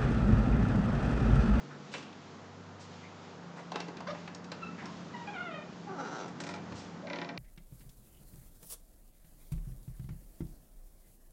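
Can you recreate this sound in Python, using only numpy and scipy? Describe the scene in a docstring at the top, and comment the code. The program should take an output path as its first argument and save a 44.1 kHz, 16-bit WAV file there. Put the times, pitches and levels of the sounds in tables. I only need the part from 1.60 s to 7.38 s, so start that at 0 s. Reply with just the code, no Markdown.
"""Dry hinges of a heavy wooden door, unlatched and swung open in a hard-walled hall.
Stick-slip at the hinge groans, squeals, sinks into a creak and slows to single ticks.
The latch clicks first: bolt, spring and strike plate ring, the panel knocks.
A footstep and a brush of clothes follow, over ventilation hum and rush.
The door sounds drier as the listener moves up to it."""
import sys
import numpy as np
from scipy import signal
from scipy.fft import rfft, irfft, next_fast_len
from scipy.io import wavfile
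from scipy.ndimage import map_coordinates

SR = 44100
rng = np.random.default_rng(int(sys.argv[2]) if len(sys.argv) > 2 else 0)


def digitize_waveform(pressure):
    """Quantize a signal to 16-bit integers and store it at the path in sys.argv[1].

    Rows of a 2-D input are taken as channels; values are limited to [-1, 1].
    """
    field = np.atleast_2d(pressure).T
    bounded = np.clip(field, -1, 1)
    quanta = np.round(bounded * 32767).astype(np.int16)
    wavfile.write(sys.argv[1], SR, quanta)


N = 254898

# First stiff turn; long squeal (time [s], slip rate [Hz], level [dB], overtone gain [dB])
GROAN_PATH = [(2.467, 515, -46, 4), (2.481, 530, -41.5, -1), (2.488, 586, -34.5, -9),
              (2.499, 588, -35, -10), (2.508, 615, -42, 0), (2.515, 635, -49, 7), (2.519, 612, -33.5, -17),
              (2.526, 595, -34, -18)]
SQUEAL_PATH = [(3.670, 824, -46, -1), (3.694, 805, -44.5, 0.5), (3.710, 842, -47, -7),
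               (3.724, 826, -54, -2), (3.738, 802, -46, -7), (3.772, 706, -47, -2), (3.798, 722, -51, -3),
               (3.824, 702, -46, -2), (3.842, 730, -50, -3), (3.870, 699, -47, -3), (3.884, 664, -45, -8),
               (3.902, 656, -48, -5), (3.917, 614, -48, -5), (3.956, 629, -45, -4), (3.992, 599, -50, -4),
               (4.035, 610, -57, -3)]
# Hinge squeaks (time [s], length [s], start rate [Hz], end rate [Hz], level [dB], overtone gain [dB])
SQUEAK_EVENTS = [(3.014, .058, 1385, 1320, -49.5, 5.5), (3.53, .045, 1030, 945, -49.5, -4),
                 (3.595, .035, 955, 935, -49, -6)]
# Door response to groan overtones, squeal overtones, their fundamentals (frequency [Hz], gain [dB])
GROAN_SPECTRUM = [(200, -48), (600, -16.5), (1050, -1), (1250, -2.5), (1600, -10), (1820, -18), (2150, -8),
                  (2500, -25), (3500, -18), (4800, -21), (6000, -20), (9000, -64.5)]
SQUEAL_SPECTRUM = [(200, -31.5), (800, -14), (1230, -4), (1410, 8.5), (1630, -7.5), (1880, -4), (2130, -1),
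                   (2430, -2), (2680, -9.5), (2900, -10.5), (3250, -11.5), (3600, -13.5), (3800, -15),
                   (4050, -26), (4400, -22.5), (9000, -69)]
FUNDAMENTAL_SPECTRUM = [(600, -4), (660, -1.5), (705, -8), (735, -4.5), (790, -1), (950, -2), (1350, 1)]
# Hinge steel resonance (frequency [Hz], t60 [s], gain [dB])
HINGE_MODE = (2672, .45, -10)
# Slowing creak (time [s], slip rate [Hz])
CREAK_RATE = [(4.264, 412), (4.29, 395), (4.328, 388), (4.355, 330), (4.385, 279), (4.415, 271),
              (4.442, 230), (4.50, 172), (4.545, 132), (4.61, 94), (4.672, 60)]
# Dull push, then a harder, rasping one (time [s], wood [dB], rasp [dB], steel [dB])
CREAK_LEVELS = [(4.264, -48, -59, -72), (4.30, -45.5, -54, -69), (4.335, -48, -55, -69),
                (4.367, -47.5, -55, -63), (4.39, -43.5, -46, -57), (4.425, -45.5, -51, -59),
                (4.455, -47.5, -48, -57), (4.505, -48, -50.5, -56.5), (4.545, -47, -47, -54.5),
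                (4.605, -49, -50, -56.5), (4.672, -48, -51, -60)]
# Creak response of wood, rasping leaf, steel (frequency [Hz], gain [dB])
WOOD_SPECTRUM = [(40, -66), (150, -10), (270, 0), (390, 2), (480, 0), (600, 1), (700, -1), (840, 3),
                 (1000, -2), (1200, -6), (1700, -22), (6000, -67)]
RASP_SPECTRUM = [(200, -50), (900, -14), (1120, 1), (1250, -1), (1400, 2), (1600, -2), (1790, -14),
                 (2040, -9), (2400, -12), (3200, -19), (4200, -24), (7000, -60)]
STEEL_SPECTRUM = [(100, -53), (1500, -25), (2400, 1), (3200, 2.5), (4200, 4), (5600, 3.5), (6400, 2),
                  (7300, -1), (7900, -13), (9000, -53)]
# Single hinge slips (time [s], level [dB])
TICK_EVENTS = [(4.68, -50), (4.706, -58.5), (4.802, -37.5), (4.8363, -40), (4.8661, -40), (4.8891, -37),
               (4.908, -42.5), (4.938, -37.5), (4.959, -44.5), (4.982, -48), (5.47, -38.5), (5.4993, -34),
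               (5.5316, -31.5), (5.5585, -35), (5.5864, -34), (5.615, -31), (5.646, -38.5), (5.6899, -34),
               (5.7755, -31.5)]
# One slip's crack, hinge leaf, door panel, pin (frequency [Hz], gain [dB])
CRACK_SPECTRUM = [(200, -37), (1300, -5.5), (2200, 4), (2900, 1.5), (3500, 2), (4300, 4.5), (5200, -4),
                  (6000, -4.5), (7000, -54)]
LEAF_SPECTRUM = [(100, -44), (1180, -25), (1380, -2), (1570, -2), (1690, -4), (1810, 2), (2050, 6),
                 (2190, 3), (2350, 4), (2650, -7), (3400, -5), (4500, -17), (5600, -20), (8500, -63.5)]
PANEL_SPECTRUM = [(30, -57), (110, -25), (180, -9), (300, -2.5), (420, -2), (560, 6), (760, -2), (1000, 5),
                  (1200, -6), (2000, -21), (8000, -65)]
PIN_SPECTRUM = [(200, -63.5), (1000, -16), (1330, 16), (1750, 1.5), (2400, 2), (3600, 3.5), (5400, 5.5),
                (7000, 2), (8200, -5), (9300, -24)]
# Pin fading as the listener passes the door (time [s], gain [dB])
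PIN_FADE = [(4.8, -2), (5.45, -39.5)]
# Latch and knob clicks; the last row is the click of the footstep
# (time [s], knock [dB], plate [dB], bolt [dB], spring [dB], spring centre [Hz])
CLICK_EVENTS = [(0.3384, -37, -41, -38.5, -34.5, 3020), (0.3425, -41, -50, -49.5, -48, 4300),
                (0.3504, -33.5, -49, -47.5, -52, 3260), (0.380, -37.5, -46, -59, -48, 5550),
                (0.427, -52, -60, -56, -49, 3970), (0.527, -46.5, -58, -58, -53, 3400),
                (2.118, -40, -35, -52, -40.5, 3900), (2.141, -33, -44, -46, -52, 3200),
                (2.157, -35.5, -31.5, -40.5, -35.5, 3930), (2.202, -44.5, -39.5, -41.5, -38, 4400),
                (2.283, -33.5, -47, -58, -50, 4500), (2.369, -41.5, -55.5, -51, -48, 4300),
                (2.404, -40, -38.5, -51.5, -49.5, 4400), (2.546, -57, -41.5, -50, -67, 2470),
                (2.676, -57, -42.5, -45, -45.5, 3800), (2.747, -61.5, -59, -57, -42.5, 5200),
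                (2.843, -64, -59, -53, -48.5, 5000), (2.917, -37.5, -40.5, -44, -34.5, 3600),
                (3.256, -47, -44, -51, -44.5, 4770), (5.121, -38.5, -48, -53, -48.5, 4000)]
# Struck wood, strike plate, bolt (frequency [Hz], gain [dB])
KNOCK_SPECTRUM = [(30, -52), (120, -20), (280, 4), (390, -1.5), (520, 3), (680, -11), (950, -19.5),
                  (6000, -69.5)]
PLATE_SPECTRUM = [(100, -50), (380, -8), (550, -9), (700, -3), (850, 1.5), (1000, 0), (1250, -5),
                  (1600, -13), (8000, -59)]
BOLT_SPECTRUM = [(100, -45), (1050, -19), (1500, 4.5), (2000, -1), (2650, 1.5), (3300, -11), (9000, -56.5)]
# Modes of bolt, door panel, floor (frequency [Hz], gain [dB], t60 [s])
PING_MODES = [(2370, -14.5, 0.16), (2690, -13, .22), (3750, -13, .07)]
PANEL_MODES = [(278.3, -1.5, 0.15), (337, -2.5, 0.11), (360.4, -5.5, 0.22), (484, -10, 0.14),
               (544.6, -2.5, 0.14), (597, -2.5, 0.13), (691, -4.5, 0.18), (845, -4, 0.17),
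               (990, -3.5, 0.17), (1384, -3.5, 0.12), (1555, -9, 0.16), (1814, -9, .1), (1990, -3.5, 0.085),
               (2100, -8, 0.072), (2354, -5.5, 0.047)]
BOOM_MODES = [(70, -15, 0.64), (98.5, -6, 0.3), (127, 6, 0.12)]
# Door coming free of its frame (time [s], frequency [Hz], level [dB], t60 [s])
FRAME_NOTE = (2.146, 402, -38.5, .2)
# Hand, knob, hinge, clothes (time [s], length [s], centre [Hz], half-width [oct], level [dB])
RUB_EVENTS = [(0.102, 0.055, 1450, 0.28, -51), (0.314, 0.11, 3600, 1, -51.5),
              (0.394, 0.15, 2620, .55, -57.5), (1.194, 0.085, 4300, 1, -57.5),
              (1.427, 0.074, 2140, 0.12, -56), (1.958, 0.088, 706, 0.93, -51),
              (1.975, 0.042, 1990, 0.079, -54), (2.352, 0.13, 3000, 0.28, -65.5),
              (3.071, 0.095, 220, 0.12, -47), (3.177, 0.078, 1820, 0.31, -48), (3.216, 0.12, 950, 0.3, -49),
              (3.219, 0.53, 3900, 0.62, -67.5), (4.854, 0.1, 4420, 0.37, -62.5),
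              (5.145, 0.13, 4470, 0.94, -54), (5.419, 0.12, 600, 0.18, -49)]
# Footfall (time [s], level [dB], thud t60 [s])
FOOTFALL = (5.118, -38.5, 0.21)
# Moving air along the walk (time [s], rumble [dB], rush [dB])
AIR_LEVELS = [(0, -52.5, -53.5), (1.25, -57, -54.5), (1.75, -56.5, -52.5), (2.3, -53, -53), (3.7, -48, -52),
              (4.25, -50.5, -53), (5.0, -48, -50), (5.25, -51, -52), (5.6, -48.5, -51),
              (5.78, -50.5, -52.5)]
# Air hiss (time [s], level [dB])
HISS_ENVELOPE = [(0, -60.5), (.9, -61), (1.7, -61), (2.3, -61.5), (2.8, -63), (3.2, -59), (4.1, -61.5),
                 (4.7, -62.5), (5.3, -60.5), (5.78, -65)]
# Air noise bands (frequency [Hz], gain [dB])
RUMBLE_SPECTRUM = [(20, -37), (50, -24), (85, -16.5), (115, -9), (140, -2.5), (210, 3.5), (244, -2.5),
                   (262, -5.5), (285, 1), (340, -8.5), (388, -5), (450, -14), (800, -46.5), (5000, -80.5)]
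RUSH_SPECTRUM = [(25, -62.5), (200, -15), (380, 3), (520, 2), (800, 2), (1300, -1), (2000, -8.5),
                 (3200, -39.5), (9000, -76)]
HISS_SPECTRUM = [(50, -47), (1200, -4), (2300, 7), (3500, 5), (5000, 2.5), (7000, -1), (7700, -9),
                 (8300, -23.5), (9500, -69.5)]
# Motor and fan tones through the hall's standing waves (time [s], level [dB])
HUM_ENVELOPE = [(0, -77), (.55, -64.5), (1.08, -55.5), (1.8, -62), (2.0, -73.5), (2.65, -61.5),
                (3.65, -66.5), (4.4, -75), (5.05, -57), (5.78, -73.5)]
OVERTONE_ENVELOPE = [(0, -52), (.19, -51), (.28, -60.5), (4.5, -64.5), (5.03, -54.5), (5.25, -72),
                     (5.78, -66)]
DRONE_ENVELOPE = [(0, -73), (.6, -66.5), (1.95, -51.5), (2.35, -52.5), (2.7, -49), (3.46, -52), (3.68, -56),
                  (4.4, -51.5), (5.4, -53.5), (5.6, -45), (5.78, -55)]
# Hall decay (frequency [Hz], t60 [s])
HALL_DECAY = [(150, 0.88), (1000, 0.34), (3000, 0.36), (9000, 0.098)]

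SLIP_ATTACK_S, SLIP_RELEASE_S, SQUEAK_SETTLE_S = 0.0083, 0.015, 0.018
TONE_ABOVE_HZ, CREAK_JITTER_HZ, CREAK_FUNDAMENTAL_DB, CONTACT_DRIFT_HZ = 370, 13, -17, 14
CRACK_DB, LEAF_DB, THUD_DB, PANEL_RING_DB = 1, -0.5, -6, -7.5  # re tick level
SPRING_HALF_WIDTH_OCT, LATCH_RING_DB = 0.45, -17.5
HINGE_SEND_DB, SQUEAL_SEND_DB = -1, 2  # squeals carry furthest into the hall
TOP_HZ = 10000


def stick_slip(rate_hz, gain, overtones_db, spectrum, jitter, flutter_db, rasp_db):
    """Fast slips: harmonics slide through the door's resonances; friction noise pulses once a slip."""
    on = gain > 0
    rate_hz = (rate_hz * (1 + jitter * wobble(400) + 0.0036 * wobble(50)))[on]
    phase = 2 * np.pi * np.cumsum(rate_hz) / SR
    orders = np.arange(2, 10)[:, None]
    flicker_db = flutter_db * np.array([wobble(110)[on] for _ in orders])
    harmonics = np.cos(orders * phase + rng.uniform(0, 2 * np.pi, orders.shape))
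    overtones = np.sum(amp(along(spectrum, orders * rate_hz) + flicker_db) * harmonics, axis=0)
    rasp = amp(rasp_db) * noise(spectrum)[on] * (1 + np.cos(phase))
    fundamental = amp(along(FUNDAMENTAL_SPECTRUM, rate_hz) + flutter_db * wobble(140)[on]) * np.cos(phase)
    overtone_gain = np.broadcast_to(amp(overtones_db), N)[on]
    out = np.zeros(N)
    out[on] = np.sqrt(2) * gain[on] * (fundamental + overtone_gain * (overtones + rasp))
    return out


def squeals():
    """The hinge gives three short squeaks, then a long note that sinks as the door slows."""
    out = np.zeros(N)
    for start_s, length_s, start_hz, end_hz, db, overtones_db in SQUEAK_EVENTS:
        age_s = np.maximum(seconds(N) - start_s, 0)
        hz = end_hz + (start_hz - end_hz) * np.exp(-age_s / SQUEAK_SETTLE_S)
        gain = amp(db) * slip_gate(start_s, start_s + length_s)
        out += stick_slip(hz, gain, overtones_db, SQUEAL_SPECTRUM,
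                          jitter=0.012, flutter_db=5, rasp_db=-21)
    hz, db, overtones_db = curves(SQUEAL_PATH)
    gain = amp(db) * slip_gate(SQUEAL_PATH[0][0], SQUEAL_PATH[-1][0])
    return out + stick_slip(hz, gain, overtones_db, SQUEAL_SPECTRUM,
                            jitter=0.013, flutter_db=3.5, rasp_db=-16)


def hinge_ring(drive):
    """The steel sings on when a squeal passes its note."""
    hz, t60_s, db = HINGE_MODE
    t = seconds(SR // 2)
    decay = amp(-60 * t / t60_s)
    response = 4 * decay * np.cos(2 * np.pi * hz * t) / decay.sum()
    return amp(db) * signal.fftconvolve(drive, response)[:N]


def groan():
    """The hinge breaks loose in two rough pushes; the pitch rises, the tone gets purer."""
    hz, db, overtones_db = curves(GROAN_PATH)
    gain = amp(db) * slip_gate(GROAN_PATH[0][0], GROAN_PATH[-1][0])
    return stick_slip(hz, gain, overtones_db, GROAN_SPECTRUM, jitter=0.025, flutter_db=3.5, rasp_db=-7.5)


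def creak():
    """Fast slips merge into a tone; slower ones separate into taps on wood, leaf and steel."""
    rate_hz, = curves(CREAK_RATE)
    wood_db, rasp_db, steel_db = curves(CREAK_LEVELS)
    gain = slip_gate(CREAK_RATE[0][0], CREAK_RATE[-1][0]) * amp(2.3 * wobble(200))
    cycles = np.cumsum(rate_hz + CREAK_JITTER_HZ * wobble(200)) / SR
    onsets = np.diff(np.floor(cycles), prepend=0) > 0
    slips = onsets * np.sqrt(SR / rate_hz) * gain  # power independent of rate
    tone_share = 1 / (1 + (TONE_ABOVE_HZ / rate_hz) ** 4)
    taps = scattered(slips * amp(wood_db) * np.sqrt(1 - tone_share), t60_s=0.07, scatter=10.0)
    tone = scattered(slips * amp(wood_db) * np.sqrt(tone_share), t60_s=0.058, scatter=0.99)
    rasp = scattered(slips * amp(rasp_db), t60_s=0.058, scatter=3.2)
    steel = scattered(slips * amp(steel_db), t60_s=0.052, scatter=2.8)
    fundamental_rms = amp(CREAK_FUNDAMENTAL_DB + wood_db) * gain * tone_share
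    fundamental = fundamental_rms * np.sqrt(2) * np.cos(2 * np.pi * cycles)
    wood = fundamental + coloured(taps + tone, WOOD_SPECTRUM)
    return wood + coloured(rasp, RASP_SPECTRUM) + coloured(steel, STEEL_SPECTRUM)


def scattered(slips, t60_s, scatter):
    """Taps scatter inside the door; the paths change as the contact moves round the pin."""
    t = seconds(SR // 10)

    def response():
        path = scatter * unit(rng.standard_normal(len(t)) * amp(-60 * t / t60_s)) / np.sqrt(len(t))
        path[0] += 1  # direct tap
        return signal.fftconvolve(slips, path / np.linalg.norm(path))[:N]

    blend_rad = np.pi / 4 * (1 + np.tanh(wobble(CONTACT_DRIFT_HZ)))
    return np.cos(blend_rad) * response() + np.sin(blend_rad) * response()


def ticks():
    """Single slips crack and ring the leaf and pin; the panel thuds and rings with a slower onset."""
    def parts():
        return np.array([ring(CRACK_SPECTRUM, t60_s=0.014, attack_s=0.00053),
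                         ring(LEAF_SPECTRUM, t60_s=0.052, attack_s=0.0022),
                         ring(PANEL_SPECTRUM, t60_s=0.1, attack_s=0.0053)])

    out = np.zeros(N)
    common = parts()
    for time_s, db in TICK_EVENTS:
        pin_db = np.interp(time_s, *np.transpose(PIN_FADE))
        gains = amp([db + CRACK_DB, db + LEAF_DB, db + THUD_DB])
        add(out, time_s, gains @ (0.51 * common + 0.5 * parts()))
        add(out, time_s, amp(db + pin_db) * ring(PIN_SPECTRUM, t60_s=0.082, attack_s=0.001))
        add(out, time_s, amp(db + PANEL_RING_DB) * panel_ring(spread_db=2.5, attack_s=0.0047))
    return out


def clicks():
    """Latch bolt, spring, plate and wood ring; the door frees with a low note. Last click: the footstep."""
    out, t = np.zeros(N), seconds(SR // 3)
    for time_s, knock_db, plate_db, bolt_db, spring_db, spring_hz in CLICK_EVENTS:
        ping = sum(mode(t, hz, db + rng.normal(0, 1.7), t60_s) for hz, db, t60_s in PING_MODES)
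        knock = amp(knock_db) * ring(KNOCK_SPECTRUM, t60_s=0.036, attack_s=0.0019)
        panel = amp(knock_db + LATCH_RING_DB) * panel_ring(spread_db=2.0, attack_s=0.0028)
        plate = amp(plate_db) * ring(PLATE_SPECTRUM, t60_s=0.078, attack_s=0.0011)
        bolt = amp(bolt_db) * (ring(BOLT_SPECTRUM, t60_s=0.088, attack_s=0.00018) + ping)
        spring_band = band(spring_hz, SPRING_HALF_WIDTH_OCT, top_hz=8170)
        spring = amp(spring_db) * ring(spring_band, t60_s=0.036, attack_s=0.00065)
        add(out, time_s, knock + panel + plate + bolt + spring)
    time_s, hz, db, t60_s = FRAME_NOTE
    add(out, time_s, mode(t, hz, db, t60_s) * rise(t, attack_s=0.0026))
    return out


def panel_ring(spread_db, attack_s):
    """Door panel modes; strength and phase vary per strike."""
    t = seconds(SR // 3)
    modes = sum(mode(t, hz, db + rng.normal(0, spread_db), t60_s, phase_cycles=rng.random())
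                for hz, db, t60_s in PANEL_MODES)
    return modes * rise(t, attack_s)


def rubs():
    """Brief swells of friction noise, rolled off above about 8 kHz."""
    out, t = np.zeros(N), seconds(SR // 2)
    for time_s, length_s, centre_hz, half_width_oct, db in RUB_EVENTS:
        peak_s = length_s / 4
        swell = t / peak_s * np.exp(1 - t / peak_s)
        friction = coloured(rng.standard_normal(len(t)), band(centre_hz, half_width_oct, top_hz=8260))
        add(out, time_s, amp(db) * swell * friction)
    return out


def footstep():
    """A soft heel thuds and sets the floor booming."""
    out, t = np.zeros(N), seconds(SR)
    time_s, db, thud_t60_s = FOOTFALL
    boom = sum(mode(t, *row) for row in BOOM_MODES)
    add(out, time_s, amp(db) * boom * rise(t, attack_s=0.0065))
    add(out, time_s, amp(db - 8.5) * ring(RUMBLE_SPECTRUM, thud_t60_s, attack_s=0.0042))
    return out


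def ventilation():
    """Moving air, motor hum and fan drone; levels shift as the listener crosses the hall."""
    def tone(hz, waver):
        return np.sqrt(2) * np.sin(2 * np.pi * np.cumsum(hz * (1 + waver * wobble(14))) / SR)

    rumble_db, rush_db = curves(AIR_LEVELS)
    hiss_db, = curves(HISS_ENVELOPE)
    hum_db, = curves(HUM_ENVELOPE)
    overtone_db, = curves(OVERTONE_ENVELOPE)
    drone_db, = curves(DRONE_ENVELOPE)
    rumble = amp(rumble_db) * noise(RUMBLE_SPECTRUM)
    rush = amp(rush_db + 0.4 * wobble(9)) * noise(RUSH_SPECTRUM)
    hiss = amp(hiss_db + 1.8 * wobble(6.6)) * noise(HISS_SPECTRUM)
    hum = amp(hum_db) * tone(hz=96.9, waver=0.0081) + amp(overtone_db) * tone(hz=146.0, waver=0.015)
    upper_hum = amp(-62) * tone(hz=243.5, waver=0.0082) + amp(-65) * tone(hz=483.4, waver=0.00865)
    drone = amp(drone_db + 2.1 * wobble(12)) * tone(hz=173.4, waver=0.016)
    return rumble + rush + hiss + hum + upper_hum + drone


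def hall(x, predelay_s=0.008):
    """Wall reflections; treble dies first."""
    hz, t, bins = signal.stft(rng.standard_normal(SR), SR, nperseg=256)
    decay = amp(-60 * t / along(HALL_DECAY, hz)[:, None])
    _, tail = signal.istft(bins * decay, SR, nperseg=256)
    delayed = np.pad(x, (round(predelay_s * SR), 0))
    return signal.fftconvolve(delayed, tail / np.linalg.norm(tail))[:N]


def amp(db):
    """Decibels to gain."""
    return 10 ** (np.asarray(db) / 20)


def unit(x):
    """Scale to rms 1."""
    return x / np.sqrt(np.mean(x ** 2) + 1e-20)


def seconds(samples):
    """Time axis."""
    return np.arange(samples) / SR


def along(points, hz):
    """Read (frequency [Hz], value) points on a log axis."""
    knots_hz, values = np.transpose(points)
    return np.interp(np.log(hz + 1), np.log(knots_hz), values)


def curves(rows):
    """One per-sample curve for each column after the time."""
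    times_s, *columns = np.transpose(rows)
    return [np.interp(seconds(N), times_s, column) for column in columns]


def wobble(rate_hz):
    """Smooth random curve with knots at rate_hz."""
    knots = rng.standard_normal(int(N * rate_hz / SR) + 4)
    return map_coordinates(knots, [np.arange(N) * rate_hz / SR])


def slip_gate(start_s, end_s):
    """The hinge breaks loose, slips, sticks again."""
    t = seconds(N)
    return np.clip((t - start_s) / SLIP_ATTACK_S, 0, 1) * np.clip(1 - (t - end_s) / SLIP_RELEASE_S, 0, 1)


def rise(t, attack_s):
    """Exponential onset."""
    return 1 - np.exp(-t / attack_s)


def mode(t, hz, db, t60_s, phase_cycles=0):
    """Damped sine."""
    return amp(db - 60 * t / t60_s) * np.sin(2 * np.pi * (hz * t + phase_cycles))


def band(centre_hz, half_width_oct, top_hz):
    """One resonance, rolled off above top_hz (frequency [Hz], gain [dB])."""
    hz = np.geomspace(20, 12000, 90)
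    skirt_loss = 1 + (np.log2(hz / centre_hz) / half_width_oct) ** 2
    treble_loss = 1 + (hz / top_hz) ** 18
    return np.column_stack([hz, -20 * np.log10(skirt_loss * treble_loss)])


def coloured(x, spectrum):
    """Minimum-phase filter with unit power gain."""
    size = 4096
    magnitude = unit(amp(along(spectrum, np.fft.rfftfreq(size, 1 / SR))))
    cepstrum = irfft(np.log(magnitude))
    cepstrum[1:size // 2] *= 2
    cepstrum[size // 2 + 1:] = 0
    return signal.fftconvolve(x, irfft(np.exp(rfft(cepstrum))))[:len(x)]


def noise(spectrum):
    """Coloured noise, rms 1."""
    return unit(coloured(rng.standard_normal(N), spectrum))


def ring(spectrum, t60_s, attack_s):
    """Dense modes of a struck part: a decaying noise burst."""
    t = seconds(SR // 3)
    return coloured(rng.standard_normal(len(t)) * amp(-60 * t / t60_s) * rise(t, attack_s), spectrum)


def add(track, time_s, sound):
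    """Mix sound into track at time_s."""
    part = track[max(round(time_s * SR), 0):][:len(sound)]
    part += sound[:len(part)]


def scene():
    """Mono mix; the hall's share of the door falls as the listener nears."""
    hinge = groan() + creak()
    singing = squeals()
    singing += hinge_ring(singing)
    contacts = clicks() + ticks() + rubs()
    wet_db, = curves([(0.4, -8.5), (2.1, -9.5), (5.5, -11.5)])  # (time [s], gain [dB])
    walls = amp(wet_db) * hall(contacts + amp(HINGE_SEND_DB) * hinge + amp(SQUEAL_SEND_DB) * singing)
    return (hinge + singing + contacts + walls + footstep() + ventilation())[None]


def record(dry):
    """Brick-wall low-pass at TOP_HZ."""
    size = next_fast_len(N + SR // 2)
    passband = np.fft.rfftfreq(size, 1 / SR) < TOP_HZ
    return irfft(rfft(dry, size) * passband, size)[..., :N]


dry = scene()
out = record(dry)
digitize_waveform(out)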